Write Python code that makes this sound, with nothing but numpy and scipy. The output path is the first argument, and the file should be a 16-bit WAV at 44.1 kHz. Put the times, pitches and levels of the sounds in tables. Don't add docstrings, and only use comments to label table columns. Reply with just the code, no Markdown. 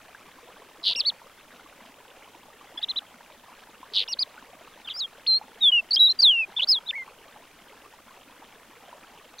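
import sys
import numpy as np
from scipy import signal
from scipy.fft import rfft, irfft
from scipy.io import wavfile
from scipy.ndimage import uniform_filter1d

SR = 44100
rng = np.random.default_rng(int(sys.argv[2]) if len(sys.argv) > 2 else 0)


def digitize_waveform(pressure):
    field = np.atleast_2d(pressure).T
    bounded = np.clip(field, -1, 1)
    quanta = np.round(bounded * 32767).astype(np.int16)
    wavfile.write(sys.argv[1], SR, quanta)


N = 414540


def bird():
    out = np.zeros(N)
    for note, table in (chirp, CHIRP_NOTES), (glide, GLIDE_NOTES), (trill, TRILL_NOTES):
        for row in table:
            add(out, *note(*row))
    for rows in [*SLUR_CURVES, LONG_FALL_CURVE, LOW_NOTE_CURVE]:
        add(out, *slur(rows))
    return out


# t/s, f/Hz, level/dB
SLUR_CURVES = [
    [(4.935, 4800, -47), (4.951, 4713, -37.5), (4.983, 5410, -35.5), (4.997, 5020, -31), (5.007, 4180, -28),
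     (5.015, 3930, -26.5), (5.029, 3708, -29), (5.047, 3240, -30.5), (5.057, 3224, -34), (5.066, 3340, -57)],
    [(5.269, 4500, -24), (5.285, 4170, -19.5), (5.311, 4100, -18), (5.347, 4130, -18.5),
     (5.373, 4240, -22.5), (5.383, 4330, -31), (5.39, 4250, -39.5)],
    [(5.986, 3550, -30), (5.998, 3960, -17), (6.008, 3850, -12), (6.06, 3926, -15), (6.08, 3737, -18),
     (6.088, 3920, -24), (6.1, 4216, -17), (6.108, 3960, -19), (6.124, 4140, -25.5), (6.13, 4074, -47)],
    [(6.681, 4730, -41), (6.687, 5460, -21.5), (6.693, 5030, -17.5), (6.713, 5180, -16.5),
     (6.719, 4940, -15.5), (6.731, 4310, -18), (6.759, 3560, -26), (6.773, 3290, -27.5),
     (6.785, 3270, -31.5), (6.794, 3244, -52)],
]
# t/s, f/Hz, level/dB
LONG_FALL_CURVE = [(6.213, 5900, -33), (6.221, 5070, -21), (6.233, 4350, -12.5), (6.249, 3820, -12.5),
                   (6.285, 3323, -14.5), (6.297, 3273, -14.5), (6.327, 2890, -21.5), (6.373, 2708, -24.5),
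                   (6.401, 2690, -22), (6.443, 2468, -29), (6.455, 2440, -45.5)]
# t/s, f/Hz, level/dB
LOW_NOTE_CURVE = [(6.927, 1685, -46), (6.931, 1690, -38), (6.939, 2100, -38), (6.949, 1960, -38),
                  (6.957, 2250, -32.5), (7.011, 2080, -35), (7.033, 2060, -40), (7.044, 1904, -54)]
SLUR_EDGE_S = 0.00596


def slur(rows, third_db=-1):
    t = np.arange(rows[0][0], rows[-1][0], 1 / SR)
    hz, db = uniform_filter1d(np.array(follow(rows, t)), size=80, axis=1)
    gain = gain_of(db) * envelope(t, SLUR_EDGE_S, SLUR_EDGE_S)
    return t[0], whistle(hz, gain, third_db)


# t/s, length/s, first f/Hz, last f/Hz, bend (+ moves early, - late),
# mid level/dB, swell/dB, attack/s
GLIDE_NOTES = [(.829, .007, 6030, 3520, 2, -43, 8, .002), (.948, 0.015, 4750, 2280, 2, -32, -7, 0.0048),
               (1.016, 0.019, 3700, 2820, -2.5, -43, 1, .002),
               (1.035, 0.016, 4300, 2560, 2, -44, -14, .003),
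               (2.813, .017, 3300, 5240, -0.7, -44, -6, .005),
               (4.077, 0.012, 4150, 2500, 1.5, -36, -1, 0.0021),
               (4.989, 0.018, 6900, 5900, -1.5, -43, -12, .005),
               (5.262, .013, 1520, 4750, 1.5, -29.5, 23.5, 0.0024),
               (5.602, 0.11, 3944, 3126, 0.4, -15.5, 4, 0.043),
               (5.713, .1, 2983, 2570, -1.5, -18.5, -3.5, 0.016),
               (5.906, 0.02, 4670, 3740, -2.5, -20.5, 4.5, 0.0057),
               (5.926, .033, 4280, 5430, -0.4, -19, -0.5, 0.0084),
               (5.957, 0.0066, 5850, 3520, -0.2, -20, 0.5, 0.0024),
               (5.964, 0.024, 3186, 3690, -5, -20, -9.5, 0.0041),
               (6.108, 0.016, 5430, 5700, 1.5, -38.5, 0, .004),
               (6.187, 0.025, 4790, 4370, -3, -18.5, 12.5, .007),
               (6.211, 0.0059, 7200, 5610, 2.5, -35.5, 8.5, 0.0018),
               (6.583, 0.013, 3770, 3250, 3, -28, -3, 0.0021),
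               (6.671, 0.014, 4740, 4300, -3, -31, -2, 0.0059),
               (6.859, 0.029, 3520, 4085, 0.5, -39, 22, 0.0046),
               (9.382, 0.02, 5000, 3300, 3, -46, -3.5, 0.003),
               (9.390, 0.0068, 6600, 6070, 5, -39.5, -2, 0.0023)]
GLIDE_RELEASE = 0.25


def glide(start, length, first_hz, last_hz, bend, db, swell_db, attack_s, third_db=-1):
    t = np.arange(0, length, 1 / SR)
    u = t / length
    hz = first_hz + (last_hz - first_hz) * np.expm1(-bend * u) / np.expm1(-bend)
    gain = gain_of(db + swell_db * (u - .5)) * envelope(t, attack_s, GLIDE_RELEASE * length)
    return start, whistle(hz, gain, third_db)


# t/s, length/s, first f/Hz, top f/Hz, last f/Hz, place of top (0-1),
# level/dB before beak and swell, undertone/dB at the top
CHIRP_NOTES = [(.833, 0.016, 3400, 4060, 3200, .5, -26.5, -35),
               (.956, 0.065, 4450, 5595, 2370, 0.28, -20.5, -2),
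               (1.046, 0.063, 2930, 4514, 2530, 0.5, -21.5, -34),
               (2.772, .015, 2700, 3450, 3100, 0.58, -21.5, -20),
               (2.782, .014, 3070, 3430, 2500, .45, -24, -26),
               (2.824, .027, 2600, 3890, 2290, .54, -19, -34),
               (2.882, 0.041, 2490, 4180, 2450, 0.44, -24, -30),
               (2.957, .039, 2600, 4010, 2450, .51, -20.5, -35),
               (4.082, 0.064, 4420, 5790, 2610, 0.26, -25, -4),
               (4.186, 0.054, 3480, 5005, 2820, 0.4, -21.5, -29),
               (4.843, 0.026, 3180, 3620, 2680, 0.24, -37.5, -30),
               (4.871, 0.022, 2500, 3200, 2160, 0.33, -25, -19),
               (6.562, 0.025, 2890, 3570, 2940, 0.44, -17, -35),
               (6.593, 0.018, 2290, 3050, 2000, 0.54, -12.5, -29),
               (6.884, 0.03, 3310, 3620, 1810, 0.53, -18.5, -38)]
# f/Hz, gain/dB
BEAK_BAND = [(2500, 6), (3100, -7.5), (3600, -4.5), (4000, -2), (4450, 4.5), (4750, -1), (5000, -2),
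             (5300, -5), (5800, -10)]
RISE_POWER, FALL_POWER = 2.1, 2.71
CHIRP_ATTACK_S, CHIRP_RELEASE_S, CHIRP_SWELL_DB = 0.007, 0.0084, 5
UNDERTONE_REACH_HZ = 190


def chirp(start, length, first_hz, top_hz, last_hz, crest, db, undertone_db, third_db=-11):
    t = np.arange(0, length, 1 / SR)
    u, crest = t / length, np.clip(crest, .05, .95)
    rise = np.maximum(1 - u / crest, 0)
    fall = np.maximum((u - crest) / (1 - crest), 0)
    hz = top_hz - (top_hz - first_hz) * rise ** RISE_POWER - (top_hz - last_hz) * fall ** FALL_POWER
    beak_db = read(BEAK_BAND, hz)
    gain = gain_of(db + beak_db + CHIRP_SWELL_DB * (u - 1.0))
    gain *= envelope(t, CHIRP_ATTACK_S, CHIRP_RELEASE_S)
    loss_db = ((top_hz - hz) / UNDERTONE_REACH_HZ) ** 2
    undertone = gain_of(undertone_db - loss_db + read(BEAK_BAND, top_hz) - beak_db)
    return start, whistle(hz, gain, third_db, undertone)


# t/s, length/s, sweep rate/Hz,
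# first centre f/Hz, last centre f/Hz, swing (log pitch), crest level/dB before throat
TRILL_NOTES = [(0.8382, 0.1, 96, 4210, 3230, .35, -18), (3.934, 0.11, 99.4, 4510, 2290, 0.37, -18.5),
               (4.892, 0.041, 101, 3710, 3040, 0.11, -29.5), (6.6133, .034, 95.3, 3240, 3840, 0.13, -18.5)]
# f/Hz, gain/dB
THROAT_BAND = [(2000, -24), (2600, -14), (3100, -4), (3500, -1), (4300, 0), (4700, -4), (5150, -14),
               (6000, -21), (7500, -31), (10000, -24), (14000, -40)]
TRILL_RISE_DB, TRILL_CREST, TRILL_FADE_DB = 15, 0.31, 11
TRILL_SLANT, TRILL_SAG = 0.25, .08
PINCH, PINCH_AT, PINCH_WIDTH = 0.46, 0.354, 0.07


def trill(start, length, sweep_hz, first_hz, last_hz, swing, db, uneven=0.1, second_db=-12, rasp_db=-27):
    t = np.arange(0, length, 1 / SR)
    u, turn = t / length, 2 * np.pi * sweep_hz * t
    slanted = turn + TRILL_SLANT * (np.cos(turn) - 1)
    zigzag = uniform_filter1d(np.arcsin(np.cos(slanted)) * 2 / np.pi, size=40)
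    pinch = np.exp(-((u - PINCH_AT) / PINCH_WIDTH) ** 2)
    width = swing * (1 - PINCH * pinch) * (1 + uneven * wander(len(t), size=400))
    centre_hz = first_hz + (last_hz - first_hz) * u
    hz = centre_hz * np.exp(width * zigzag - TRILL_SAG * pinch)
    phase = 2 * np.pi * np.cumsum(hz * (1 + .012 * wander(len(t), size=30))) / SR
    tone = gain_of(read(THROAT_BAND, hz)) * np.sin(phase)
    tone += gain_of(second_db + read(THROAT_BAND, 2 * hz)) * np.sin(2 * phase)
    tone *= gain_of(1.3 * wander(len(t), size=45))
    rise = np.maximum(1 - u / TRILL_CREST, 0)
    fade = np.maximum((u - TRILL_CREST) / (1 - TRILL_CREST), 0)
    gain = gain_of(db - TRILL_RISE_DB * rise - TRILL_FADE_DB * fade ** 2)
    tone += gain_of(rasp_db) * rasp(hz, leap_hz_per_ms=387)
    return start, faded(np.sqrt(2) * gain * tone)


# landing f/Hz, level/dB
SECOND_PARTIAL = [(4000, -34.5), (5000, -35.5), (6500, -44.5), (7800, -56.5), (9000, -33.5), (10500, -33),
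                  (12000, -19.5), (16000, -46)]
# landing f/Hz, level/dB
THIRD_PARTIAL = [(6000, -34.5), (8500, -47.5), (10000, -39), (11700, -35), (13000, -57.5), (15500, -29.5)]
# landing f/Hz, level/dB
UPPER_HALF_PARTIAL = [(4500, -1), (5500, -2), (6800, -7), (8000, -20)]


def whistle(hz, gain, third_db, undertone=0, shimmer=0.027, rasp_db=-23):
    waver = .0045 * wander(len(hz), size=260) + .0012 * wander(len(hz), size=60)
    phase = 2 * np.pi * np.cumsum(hz * (1 + waver)) / SR
    tone = np.sin(phase) + gain_of(read(SECOND_PARTIAL, 2 * hz)) * np.sin(2 * phase)
    tone += gain_of(third_db + read(THIRD_PARTIAL, 3 * hz)) * np.sin(3 * phase)
    halves = np.sin(phase / 2)
    halves += gain_of(read(UPPER_HALF_PARTIAL, 1.5 * hz)) * np.sin(1.5 * phase)
    tone += undertone * halves + gain_of(rasp_db) * rasp(hz, leap_hz_per_ms=291.3)
    shimmering = 1 + shimmer * wander(len(hz), size=110)
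    return faded(np.sqrt(2) * tone * gain * shimmering, size=30)


# f/Hz, relative level/dB per Hz
RASP_COLOUR = [(1000, -27), (2200, -3.5), (3500, 5.5), (5000, 4), (7000, -23.5), (10000, -9),
               (13000, -19.5), (16000, -24)]


def rasp(hz, leap_hz_per_ms):
    leap = uniform_filter1d(abs(np.gradient(hz)), size=60) * SR / 1000
    colour = gain_of(read(RASP_COLOUR, np.fft.rfftfreq(len(hz), 1 / SR)))
    air = irfft(rfft(rng.standard_normal(len(hz))) * colour, len(hz))
    return evened(air) * np.tanh(leap / leap_hz_per_ms)


def slope(x, near_db=-33, near_t60_s=.07, far_db=-43, far_t60_s=0.65):
    t = np.arange(SR // 2) / SR
    t60_s = np.array([[near_t60_s], [far_t60_s]])
    near, far = rng.standard_normal((2, len(t))) * gain_of(-60 * t / t60_s)
    response = gain_of(near_db) * near / np.linalg.norm(near)
    response += gain_of(far_db) * far / np.linalg.norm(far)
    return signal.fftconvolve(x, response)[:N]


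# t/s, level/dB before plop_db, f/Hz
BIG_BUBBLES = [(0.148, -31.5, 1520), (0.487, -41.5, 485), (1.661, -38.5, 1070), (0.91, -36, 924),
               (1.216, -39, 887), (2.347, -38, 916), (2.611, -37, 1090), (2.76, -38.5, 930),
               (3.83, -31, 980), (4.013, -38.5, 455), (4.085, -37.5, 904), (4.379, -33, 1390),
               (5.413, -30, 812), (6.23, -37, 940), (6.587, -33.5, 920), (6.926, -39, 1700),
               (7.078, -35, 1050), (7.361, -37.5, 786), (8.424, -38, 840), (8.928, -33.5, 930)]


def plops(cycles=6, plop_db=-1):
    out = np.zeros(N)
    for s, db, hz in BIG_BUBBLES:
        add(out, s, gain_of(db + plop_db) * bubble(hz, cycles))
    return out


def bubble(hz, cycles, rise=0.033):
    age = np.arange(0, 6, hz / (cycles * SR))
    decay = np.exp(-age) * (1 - np.exp(-2 * age * cycles))
    return decay * np.sin(2 * np.pi * cycles * age * (1 + rise * age))


# f/Hz, relative level/dB per Hz
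WATER_COLOUR = [(40, -31.5), (110, -29), (170, -12), (260, -6), (370, -9), (460, -4.5), (750, -5.5),
                (950, -4.5), (1400, -8.5), (2200, -10.5), (3200, -12.5), (4500, -22), (7000, -26),
                (15000, -31)]
# t/s, level/dB
STREAM_LEVEL = [(0.0, -52.5), (0.02, -52.5), (1.73, -55), (1.78, -49), (1.96, -56.5), (2.17, -52.5),
                (2.59, -59.5), (2.62, -45.5), (2.88, -54), (5.21, -52), (5.37, -52), (5.42, -51),
                (5.47, -53.5), (8.54, -55.5), (8.77, -54.5), (8.93, -50.5), (9.06, -56.5), (9.4, -57.5)]


def stream(per_s=1500, spread_db=4.0, cycles=4.86, wash_db=-6, water_db=-52.0, splash_db=1.07,
           surge_db=0.52, uneven_share=0.38, count=90):
    grains = np.zeros(N)
    for hz in np.geomspace(130, 7000, count):
        rate_hz = per_s / count * (hz / 1000)
        hits = np.flatnonzero(rng.random(N) < rate_hz / SR)
        ring = bubble(hz, cycles * min(hz / 600, 1) * rng.uniform(0.59, 1.51))
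        ring /= np.linalg.norm(ring)
        sizes = np.minimum(rng.exponential(1, len(hits)), 4)
        for at, size in zip(hits, sizes):
            add(grains, at / SR, gain_of(spread_db * size) * ring)
    wash = coloured(rng.standard_normal(N), WATER_COLOUR)
    water = coloured(grains, WATER_COLOUR) + gain_of(wash_db) * wash
    bunching_db = splash_db * wander(N, size=450) + surge_db * wander(N, size=2600)
    water = evened(water * gain_of(bunching_db))
    level_db = follow(STREAM_LEVEL, np.arange(N) / SR)[0]
    return water * gain_of(water_db + uneven_share * (level_db - level_db.mean()))


# f/Hz, relative level/dB per Hz
RUMBLE_COLOUR = [(15, 6), (60, -1), (150, -1), (300, -9), (1000, -29), (4000, -64)]


def rumble(rumble_db=-68):
    return gain_of(rumble_db) * coloured(rng.standard_normal(N), RUMBLE_COLOUR)


# f/Hz, relative level/dB per Hz
HISS_COLOUR = [(20, 3), (400, 3), (900, 0), (2000, -1), (5000, 1), (10500, 1), (13500, -1), (16000, -2)]


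def hiss(hiss_db=-60):
    return gain_of(hiss_db) * coloured(rng.standard_normal((2, N)), HISS_COLOUR)


def gain_of(db):
    return 10 ** (np.asarray(db) / 20)


def evened(x):
    return x / np.sqrt(np.mean(x ** 2) + 1e-20)


def read(points, hz):
    f, value = np.transpose(points)
    return np.interp(np.log(hz + 1), np.log(f + 1), value)


def follow(rows, t):
    s, *columns = np.transpose(rows)
    return [np.interp(t, s, c) for c in columns]


def add(mix, s, sound):
    part = mix[max(round(s * SR), 0):][:len(sound)]
    part += sound[:len(part)]


def coloured(x, points):
    return evened(irfft(rfft(x) * gain_of(read(points, np.fft.rfftfreq(N, 1 / SR))), N))


def wander(length, size):
    return evened(uniform_filter1d(uniform_filter1d(rng.standard_normal(length), size), size))


def faded(x, size=50):
    i = np.arange(len(x))
    return x * np.clip(np.minimum(i, i[::-1]) / size, 0, 1)


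def envelope(t, attack_s, release_s):
    ramp = np.minimum((t - t[0]) / attack_s, (t[-1] - t) / release_s)
    return np.sin(np.pi / 2 * np.clip(ramp, 0, 1)) ** 2


def scene():
    song = bird()
    return song + slope(song) + plops() + stream() + rumble() + hiss()


EDGE_HZ = 15850


def record(dry):
    lowpass = signal.firwin(511, EDGE_HZ, window=("kaiser", 9), fs=SR)
    return signal.oaconvolve(dry, lowpass[None], "same")


dry = scene()
out = record(dry)
digitize_waveform(out)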